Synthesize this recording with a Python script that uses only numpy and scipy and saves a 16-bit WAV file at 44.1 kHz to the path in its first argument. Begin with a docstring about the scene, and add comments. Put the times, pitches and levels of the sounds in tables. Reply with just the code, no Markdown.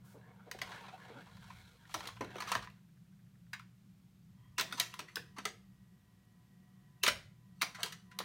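"""A quiet room: on a desk stands a cassette deck with its lid off, heard by a hand-held microphone close by.
The tray slides shut and clamps the cassette, as gritty noise through ringing rails; a gear ticks to rest.
Then solenoids and cam levers clack in bursts, as short noise bursts that ring the metal and boom in the case.
The cam gear grinds in between, the motor whines faintly as a stack of tones, and the building hums low.
Small touches: a brush of treble, a shudder as the motor takes up its belt, squeaks before four blows."""
import sys
import numpy as np
from scipy import signal
from scipy.fft import rfft, irfft, next_fast_len
from scipy.io import wavfile
from scipy.ndimage import map_coordinates

SR = 44100
rng = np.random.default_rng(int(sys.argv[2]) if len(sys.argv) > 2 else 0)


def invert_db(level):
    """Linear amplitude ratio for a level in decibels (20 dB per decade), elementwise."""
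    return 10 ** (np.asarray(level, dtype=float) / 20)


def waveform_to_disk(signal):
    """Save audio, clipped to [-1, 1], as 16-bit WAV at the path in sys.argv[1]."""
    frames = np.transpose(np.atleast_2d(signal))
    scaled = np.clip(frames, -1, 1) * 32767
    samples = np.round(scaled).astype(np.int16)
    wavfile.write(sys.argv[1], SR, samples)


N = 363384
TIME = np.arange(N) / SR  # seconds

# room modes that color the hum: (center [Hz], width [Hz], level [dB])
ROOM_MODES = [(116.5, 2.9, -6), (129.1, 4.2, -3), (144.3, 6, -5), (172, 20.8, -4), (192.7, 4.8, 2)]
# slow wavering of the hum: (time [s], level [dB])
HUM_LEVEL = [(0, -61.5), (1.2, -61.5), (1.7, -66.5), (2.5, -62), (5.3, -62.5), (6.1, -67.5), (7.4, -61.5),
             (8.24, -60.5)]
# tones in the hum: (pitch [Hz], peak level over the hum's rms [dB])
HUM_TONES = [(119.8, -4.5), (193, -5.5)]
# tone color of the deep rumble: (frequency [Hz], relative level per Hz [dB])
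RUMBLE_COLOR = [(13, -74), (22, -42.5), (35, -24.5), (43, -15.5), (86, -14), (110, -6), (140, -33.5),
                (240, -120)]
# moments when the deep rumble swells: (time [s], peak level [dB])
RUMBLE_SWELLS = [(0.64, -61.5), (1.36, -60.5), (1.55, -58.5), (1.97, -58.5), (2.22, -58), (2.59, -55),
                 (5.28, -67), (7.14, -56.5)]
# tone color of air and preamplifier hiss: (frequency [Hz], relative level per Hz [dB])
HISS_COLOR = [(120, -28.5), (205, -4.5), (221, -11), (246, -15.5), (323, -21), (466, -29), (3400, -34),
              (4980, -36.5), (8770, -39), (10500, -41.5), (13100, -39), (14900, -40), (16000, -47)]
# capstan motor tones: (multiple of the shaft rate [-], level before the running curve [dB])
MOTOR_TONES = [(4, -89), (16 / 3, -97), (8, -91), (11, -91), (12, -97), (13, -95), (14, -100), (17, -100),
               (19, -97), (20, -101), (21, -88), (64 / 3, -93), (22, -98), (32, -101), (34, -100),
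               (104, -104), (111.2, -101)]
# how the motor runs: (time [s], level change [dB], extra level near the 1 kHz chassis mode [dB])
MOTOR_RUN = [(0, -32.5, 0), (4.5, -18, -5), (4.7, 20, 3), (5.6, 0, -3), (6.3, 0, 1), (7, 2, 2),
             (7.3, -2.5, 9), (8.04, 3.5, 1), (8.1, 7, 10), (8.24, 20, 6)]
# brief soft brush of treble: (start [s], end [s], level [dB])
SWISH_SPAN = (0.055, 0.13, -70.5)
# the motor takes up its belt: (start [s], end [s], level [dB])
SPIN_UP_SPAN = (4.44, 4.46, -72.5)
# motor bracket resonances: (center [Hz], width [Hz], level [dB])
BRACKET_MODES = [(990, 24, 2.5), (1200, 14.7, 1), (1910, 76, -6.5), (3244, 73, -9.5)]
# tray sliding: (time [s], friction [dB], dryness [dB]: positive scrapes, negative rumbles)
TRAY_MOTION = [(0.0, -80, -17), (0.16, -73, -11), (0.31, -72, -23), (0.45, -73.5, -13), (0.56, -67.5, 2),
               (0.71, -55, -4), (0.9, -63.5, -2.5), (1.13, -60, -8), (1.32, -68, 1.5), (1.5, -68.5, 7),
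               (1.86, -75, 4.5), (1.96, -65, 16), (2.07, -56, -4), (2.15, -69.5, 4), (2.3, -62.5, -6),
               (2.41, -56.5, -5), (2.55, -54, 6), (2.66, -71, -9), (2.8, -88, 7)]
# resonances of tray and rails: (center [Hz], width [Hz], level [dB])
RAIL_MODES = [(472, 21, -11), (743, 26, -2.5), (932, 42, -6), (1076, 58, -5), (1430, 140, -6),
              (1680, 120, -3), (2210, 120, -11), (2660, 90, -6), (3310, 350, -10.5), (3970, 160, -1.5),
              (4400, 150, -15.5), (12330, 250, -29)]
# rumble, drag, scrape and hiss of the tray: (level over friction [dB], gain per dB of dryness [dB])
SLIDE_LAYERS = [(-6.5, -0.37), (-1, 0), (-6.5, .9), (-17, 1.1)]
# the two turns of the cam gear, each a list of: (time [s], relative level [dB])
CAM_TURNS = [
    [(4.62, -86), (4.752, -51), (4.812, -65), (4.954, -61), (5.068, -70), (5.202, -66.5), (5.348, -85),
     (5.486, -51), (5.62, -105)],
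    [(7.55, -84), (7.662, -56), (7.778, -70), (7.804, -47.5), (7.926, -60), (8.24, -104)],
]
# a gear coasting to rest: (time [s], level before the tooth filter [dB])
GEAR_TICKS = [(2.778, -71), (2.834, -74.5), (2.8858, -72.5), (2.9692, -70.5), (3.052, -72.5), (3.1253, -72),
              (3.1906, -68.5), (3.2635, -71), (3.3533, -71), (3.466, -71)]
# a plunger slides before it lands: (start [s], end [s], peak level [dB])
PLUNGER_SQUEAKS = [(4.567, 4.592, -48), (4.923, 4.936, -52), (7.013, 7.032, -54), (7.602, 7.626, -47)]
# the case booms: (time [s], peak level [dB], pitch [Hz], nominal time to fall 60 dB [s])
CASE_THUMPS = [(0.14, -51.5, 440, 0.16), (0.465, -50, 480, 0.17), (0.547, -40.5, 470, 0.029),
               (0.614, -43, 740, 0.092), (1.097, -49, 473, 0.14), (1.15, -48.5, 265, 0.12),
               (1.941, -41, 695, 0.14), (2.207, -28.5, 426, 0.02), (2.212, -35, 230, 0.075),
               (2.243, -51, 450, 0.056), (2.354, -40.5, 435, 0.07), (2.515, -42.5, 680, 0.073),
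               (2.55, -37.5, 716, 0.082), (4.583, -42.5, 654, 0.18), (4.723, -51.5, 290, 0.14),
               (4.798, -43, 690, 0.071), (4.987, -51, 330, 0.16), (5.168, -39.5, 467, 0.04),
               (5.38, -45.5, 215, 0.082), (5.45, -40.5, 424, 0.086), (7.034, -40.5, 576, 0.12),
               (7.076, -26.5, 598, 0.046), (7.62, -40, 693, 0.079), (7.837, -42, 463, 0.068),
               (8.199, -40.5, 457, 0.056)]
# lever, latch and solenoid contacts: (time [s], knock level [dB], hardness: clack over knock [dB],
# own ring [Hz], nominal contact time to fall 60 dB [s])
CONTACT_BLOWS = [(0.513, -36, 2.5, 1720, 0.019), (0.587, -44.5, -3, 1300, 0.029),
                 (0.615, -30.5, -2, 1980, 0.033), (0.716, -39.5, -14, 1390, 0.049),
                 (0.74, -46, -13, 870, 0.059), (0.777, -45, -20, 910, 0.021),
                 (0.833, -46.5, -28, 780, 0.091), (0.881, -43, -13, 780, 0.059),
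                 (1.264, -54, -10, 783, 0.064), (1.368, -51, -6, 990, 0.029),
                 (1.501, -42.5, -16, 1000, 0.055), (1.853, -49.5, -12, 1780, 0.015),
                 (1.894, -47, -10, 745, 0.031), (1.915, -47, -11, 2370, 0.02),
                 (1.941, -27, -2.5, 1090, 0.031), (2.005, -35, -12, 1030, 0.017),
                 (2.054, -38.5, -7, 1280, 0.033), (2.072, -48, 12.5, 3700, 0.036),
                 (2.086, -36, -15, 990, 0.025), (2.166, -44.5, -19, 1300, 0.027),
                 (2.208, -30, -11.5, 1010, 0.032), (2.245, -43, -4.5, 1500, .02),
                 (2.365, -48, 0, 2500, .015), (2.355, -39, -14, 1080, 0.03), (2.383, -35, -10, 1240, 0.022),
                 (2.402, -31, -5, 1220, .039), (2.421, -32, -7, 1210, 0.028), (2.437, -40, -5, 1500, .02),
                 (2.471, -36.5, -7.5, 1200, 0.087), (2.487, -40, 0, 1720, 0.055),
                 (2.516, -22, -7, 1080, 0.042), (2.551, -19.5, -11, 1707, 0.018),
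                 (2.621, -44.5, -5.5, 1200, 0.078), (2.643, -49, -1.5, 2590, 0.033),
                 (2.673, -36, -25, 1340, 0.0088), (2.7, -56, 1, 2600, 0.017),
                 (3.531, -32.5, -5, 1625, 0.041), (3.542, -45, -23, 1500, .012),
                 (3.594, -42, -7, 2250, 0.018), (4.58, -25, -1.5, 2770, 0.058),
                 (4.596, -25.5, 2, 4200, 0.026), (4.61, -26.5, 6, 2770, 0.012),
                 (4.708, -46, -6.5, 1890, .055), (4.724, -29.5, -2, 3640, 0.025),
                 (4.771, -38.5, -2.5, 990, .14), (4.798, -36, 19, 3800, 0.024),
                 (4.939, -35.5, -3, 2670, 0.016), (4.991, -33, -2, 1280, 0.026),
                 (5.002, -38.5, -0.5, 2700, 0.018), (5.081, -48, -12, 2000, .072),
                 (5.157, -37, 11.5, 4480, 0.014), (5.168, -25.5, -30, 1590, 0.014),
                 (5.362, -45, -11, 1130, 0.11), (5.383, -35.5, -5.5, 1305, 0.037),
                 (5.453, -24, -2, 1210, .02), (7.03, -31.5, 4.5, 3870, .1), (7.035, -24, 7.5, 2960, 0.019),
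                 (7.062, -22, -0.5, 2940, 0.05), (7.077, -19, 0.5, 2070, 0.044),
                 (7.613, -25.5, -6, 3900, .049), (7.619, -24, 5.5, 2120, 0.013),
                 (7.626, -26, -2, 980, 0.027), (7.745, -42, -3, 1990, 0.082), (7.78, -42, -20, 690, 0.17),
                 (7.831, -30, 8.5, 3670, 0.026), (7.858, -41, 1.5, 950, 0.06), (7.922, -43, 4, 1910, 0.041),
                 (8.112, -50, -6, 1910, 0.058), (8.188, -28, 4.5, 4500, .012),
                 (8.201, -33, -21, 990, 0.039)]
# chassis resonances: (center [Hz], width [Hz], level [dB])
CHASSIS_MODES = [(998, 53, -3), (1340, 120, 0), (2070, 14, -14), (2940, 47, -6), (3220, 270, -25),
                 (3860, 47, -3.5), (4030, 130, -13), (4434, 130, -1.5), (5750, 110, -16), (6070, 126, -2),
                 (6500, 37, -15.5), (7520, 290, -9.5), (9200, 230, -12.5), (10170, 200, -19.5),
                 (13560, 78, -10), (13800, 90, -7.5)]
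# sheet metal rattling after a blow: (frequency [Hz], time to fall 60 dB [s])
RATTLE_DECAY = [(200, 0.48), (1000, 0.098), (4000, 0.2), (12000, 0.1)]
# the room after a blow: (frequency [Hz], time to fall 60 dB [s])
ROOM_DECAY = [(200, 0.37), (1000, 0.33), (4000, 0.37), (12000, 0.29)]

RUMBLE_DB, HISS_DB = -72, -71.5
JOLT_RISE_DB_PER_S, JOLT_FALL_DB_PER_S, JOLT_IN_HUM_DB = 148.5, 90, -7
SHAFT_HZ = 90.83
SWISH_RISE_DB_PER_S, SWISH_FALL_DB_PER_S = 800, 220
SPIN_RISE_DB_PER_S, SPIN_FALL_DB_PER_S = 131.5, 133
# top treble over the knock; its gain per dB of hardness, and per halving of the contact time
SNAP_DB, SNAP_GROWS, SNAP_DB_PER_HALVING = -8.5, 1.2, 2
TOP_HZ = 16200


def unit(x):
    """x at rms 1."""
    return x / np.sqrt(np.mean(x ** 2) + 1e-20)


def along(points, hz):
    """Reads (Hz, value) points on a log frequency axis."""
    f, v = np.transpose(points)
    return np.interp(np.log(hz + 1), np.log(f + 1), v)


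def curves(rows, **outside):
    """One value per sample for each column after the time."""
    s, *cols = np.transpose(rows)
    return [np.interp(TIME, s, c, **outside) for c in cols]


def wobble(rate):
    """A smooth random curve, rate knots a second."""
    coarse = TIME[::64]
    knots = rng.standard_normal(int(N * rate / SR) + 4)
    return np.interp(TIME, coarse, map_coordinates(knots, [coarse * rate]))


def swell(start, end, db, rise_db, fall_db):
    """A gain that climbs, holds and sinks at steady dB per second."""
    return invert_db(db - rise_db * np.maximum(start - TIME, 0) - fall_db * np.maximum(TIME - end, 0))


def filtered(x, response):
    """x times a complex response of frequency."""
    m = next_fast_len(len(x) + 4096)
    return irfft(rfft(x, m) * response(np.fft.rfftfreq(m, 1 / SR)), m)[:len(x)]


def band(lo_hz, hi_hz):
    """Causal band-pass with steep skirts: third-order slopes on both sides."""
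    falling = lambda s: 1 / ((s + 1) * (s * s + s + 1))
    return lambda f: falling(1j * f / hi_hz) * falling(lo_hz / (1j * f + 1e-9))


def body(modes, between_db=-120):
    """Resonances of alternating sign over a flat response."""
    def response(f):
        total = invert_db(between_db)
        for k, (center, width, db) in enumerate(modes):
            peak = 1j * f * width / (center * center - f * f + 1j * f * width)
            total = total + (-1) ** k * invert_db(db) * peak
        return total
    return response


def grit(per_second, spread_db, bed):
    """Scattered slips of uneven size on a bed of noise."""
    size = invert_db(spread_db * np.minimum(rng.exponential(size=N), np.pi))
    slips = (rng.random(N) < per_second / SR) * size
    return unit(unit(slips * rng.standard_normal(N)) + bed * rng.standard_normal(N))


def tails(count):
    """Answers to a blow, one per row: metal rattle, then room; each frequency dies at its own speed."""
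    hz, t, z = signal.stft(rng.standard_normal((count, SR * 3 // 10)), SR, nperseg=256)
    rattle, room = (along(decays, hz)[:, None] for decays in (RATTLE_DECAY, ROOM_DECAY))
    # squared gains
    power = invert_db(-11.0 - 120 * t / rattle) / rattle + invert_db(-22.0 - 120 * t / room) / room
    return signal.istft(z * np.sqrt(power * 2 * np.log(1000) / SR), SR, nperseg=256)[1]


def add(out, s, direct, drive, tail):
    """Places a hit and the answer to what drives the structure."""
    sound = signal.fftconvolve(drive, tail)
    sound[:len(direct)] += direct
    out[round(s * SR):][:len(sound)] += sound


def background():
    """Room modes excited by ventilation, a deeper rumble, and the hiss of air and preamplifier."""
    jolts = sum(swell(s, s, db, JOLT_RISE_DB_PER_S, JOLT_FALL_DB_PER_S) for s, db in RUMBLE_SWELLS)
    hum_gain = np.hypot(invert_db(curves(HUM_LEVEL)[0]), invert_db(JOLT_IN_HUM_DB) * jolts)
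    rumble_gain = np.hypot(invert_db(RUMBLE_DB + 2.7 * wobble(2.5)), jolts)
    modes = body(ROOM_MODES)
    # steep cuts keep the hum between about 105 and 203 Hz
    hum_color = lambda f: modes(f) / (1 + (f / 203) ** 24) / (1 + (105 / (f + 1)) ** 12)
    hum = filtered(rng.standard_normal(N), hum_color)
    rumble = filtered(rng.standard_normal(N), lambda f: invert_db(along(RUMBLE_COLOR, f)))
    hiss = filtered(rng.standard_normal(N), lambda f: invert_db(along(HISS_COLOR, f)))
    buzz = np.zeros(N)
    for hz, db in HUM_TONES:
        level = invert_db(db + 3.9 * wobble(2.9))
        buzz += level * np.sin(2 * np.pi * hz * TIME + 0.53 * wobble(4.6))
    return hum_gain * (unit(hum) + buzz) + rumble_gain * unit(rumble) + invert_db(HISS_DB) * unit(hiss)


def swish():
    """Soft hiss in the top octaves."""
    hiss = unit(filtered(rng.standard_normal(N), band(2800, 17000)))
    return swell(*SWISH_SPAN, SWISH_RISE_DB_PER_S, SWISH_FALL_DB_PER_S) * hiss


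def motor():
    """Multiples of the shaft rate, each unsteady; under load the chassis mode near 1 kHz joins in."""
    run_db, load_db = curves(MOTOR_RUN)
    turns = np.cumsum(SHAFT_HZ * (1 + .0004 * wobble(3.8))) / SR
    tones = np.zeros(N)
    for multiple, db in MOTOR_TONES:
        near_mode = 1 / (1 + ((multiple * SHAFT_HZ - 995) / 45) ** 2)
        level = invert_db(db + near_mode * load_db + 3 * wobble(22))
        cycles = multiple * turns + rng.random() + .08 * wobble(30)
        tones += level * np.sin(2 * np.pi * cycles)
    return np.sqrt(2) * invert_db(run_db) * tones


def spin_up():
    """The starting motor shudders in its bracket: noise through the bracket's resonances."""
    shudder = filtered(rng.standard_normal(N), lambda f: body(BRACKET_MODES)(f) * band(700, 4500)(f))
    return swell(*SPIN_UP_SPAN, SPIN_RISE_DB_PER_S, SPIN_FALL_DB_PER_S) * unit(shudder)


def tray():
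    """Plastic slides on rails: as the contact moves along, slips drive now one resonance, now another."""
    slips = grit(1500, spread_db=0.5, bed=1.1)
    rails = invert_db(-14.0) * slips
    for k, (hz, width, db) in enumerate(RAIL_MODES):
        drive = invert_db(db + 5 * wobble(20) * min(1, 2000 / hz))
        ringing = signal.lfilter(*signal.iirpeak(hz, hz / width, SR), slips)
        rails = rails + (-1) ** k * drive * ringing
    flutter_db = 1.1 * wobble(23.72) + 1.5 * wobble(70)  # uneven rails make the friction flutter
    friction_db, dry_db = curves(TRAY_MOTION)
    edges_hz = [220, 650, 2200, 6000, 16500]
    layers = np.zeros(N)
    for (db, grows), lo, hi in zip(SLIDE_LAYERS, edges_hz, edges_hz[1:]):
        layer = unit(filtered(rails, lambda f: np.abs(band(lo, hi)(f))))
        layers += invert_db(db + grows * dry_db) * layer
    moving = TIME < TRAY_MOTION[-1][0]
    return moving * invert_db(friction_db + flutter_db) * layers


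def cam():
    """The cam gear grinds through the chassis between the clacks."""
    level = sum(invert_db(curves(turn, left=-140, right=-140)[0]) for turn in CAM_TURNS)
    chassis = body(CHASSIS_MODES, between_db=-22.5)
    slips = grit(660, spread_db=-6.0, bed=1.0)
    grind = filtered(slips, lambda f: chassis(f) * band(400, 9000)(f))
    return level * invert_db(1.3 * wobble(40) - 4.0) * unit(grind)


def ticks():
    """A plastic tooth slips past a pawl, more slowly toward the end: tiny noise bursts that ring."""
    slips = np.zeros(N)
    t = np.arange(SR // 50) / SR
    for s, db in GEAR_TICKS:
        slips[round(s * SR):][:len(t)] += invert_db(db - 60 * t / 0.069) * rng.standard_normal(len(t))
    return invert_db(13.5) * filtered(slips, body([(1590, 260, 1), (2180, 800, -14)]))


def squeaks():
    """A brief swelling note, rough in pitch, just ahead of the solenoid's blow."""
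    level = np.zeros(N)
    for start, end, db in PLUNGER_SQUEAKS:
        level += invert_db(db) * np.interp(TIME, [start, end, end + 0.0025], [0, 1, 0])
    return level * np.sin(2 * np.pi * 2720 * TIME + 1.3 * wobble(330))


def thumps():
    """Heavier blows boom in the hollow case: a short push of noise rings one low resonance."""
    out, t = np.zeros(N + SR), np.arange(SR // 8) / SR
    for (s, db, hz, t60), tail in zip(CASE_THUMPS, tails(count=len(CASE_THUMPS))):
        life = max(t60, .01)
        push = rng.standard_normal(len(t)) * invert_db(-60 * t / life) * (1 - np.exp(-t / (0.051 * life)))
        case = body([(hz, 70, 0)], between_db=-6)
        boom = filtered(push, lambda f: band(170, 750)(f) * case(f))
        energy = invert_db(db - 5.5) * np.sqrt(life * SR / np.log(1000))
        boom = energy * boom / np.linalg.norm(boom)
        add(out, s, boom, boom, tail)
    return out[:N]


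def contacts():
    """Each contact is a short rough burst that rings its lever and the chassis; its treble is over sooner."""
    out, size = np.zeros(N + SR), 8192
    t, f = np.arange(size) / SR, np.fft.rfftfreq(size, 1 / SR)
    chassis = body(CHASSIS_MODES, between_db=-12)(f)
    # the lingering rattle has so many modes that few stand out
    panels = body(CHASSIS_MODES, between_db=-5)(f)
    clack = band(2400, 6000)(f)
    snap = band(6000, 21000)(f) * (f / 9000) ** 0.47
    lasting = np.array([[1.1], [.9], [.6]])  # for knock, clack and snap
    for (s, db, clack_db, ring_hz, t60), tail in zip(CONTACT_BLOWS, tails(count=len(CONTACT_BLOWS))):
        contact_s = max(t60, .005)
        knock = band(np.clip(.7 * ring_hz, 620, 1200), 2400)(f)  # small levers knock higher
        snap_db = SNAP_DB + SNAP_GROWS * clack_db - SNAP_DB_PER_HALVING * np.log2(contact_s / .03)
        life = lasting * contact_s
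        onset = 1 - np.exp(-t / (life * (.015 + .6 * life)))  # long contacts start softly
        noise = rng.standard_normal((3, size)) * invert_db(-60 * t / life) * onset
        burst = rfft(noise) * np.array([knock, clack, snap])
        lever = body([(ring_hz, .1 * ring_hz, -3)])(f)
        direct = irfft(burst * (chassis + lever))[:, :size // 2]
        drive = irfft(burst * (panels + .6 * lever))[:, :size // 2]
        # energy of a burst = squared peak times its length; this is its square root
        peaks = invert_db(np.array([db, db + clack_db, db + snap_db]) - 7)
        energy = peaks * np.sqrt(life[:, 0] * SR / np.log(1000))
        # bending waves pass energy between ranges
        spread = np.hypot(energy, [0.52 * energy[1], 0.097 * energy[0], 0])
        hit = energy / np.linalg.norm(direct, axis=1) @ direct
        shake = spread / np.linalg.norm(drive, axis=1) @ drive
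        add(out, s, hit, shake, tail)
    return out[:N]


def scene():
    """Everything heard at one microphone."""
    blows = contacts() + thumps() + squeaks() + ticks()
    motion = tray() + cam() + spin_up() + motor()
    return (blows + motion + swish() + background())[None]


def top_cut(x):
    """Nothing passes above the cut-off."""
    return signal.sosfilt(signal.butter(12, 16990, fs=SR, output="sos"), x)


def record(dry):
    """A small microphone loses the deepest bass; the highest treble is cut to a faint trace."""
    treble_cut = lambda f: np.clip((TOP_HZ - f) / 400, .03, 1)
    bass_loss = lambda f: 1 / (1 + (33 / (f + 1)) ** 5)
    heard = filtered(dry[0], lambda f: treble_cut(f) * bass_loss(f))
    return top_cut(heard[None])


dry = scene()
out = record(dry)
waveform_to_disk(out)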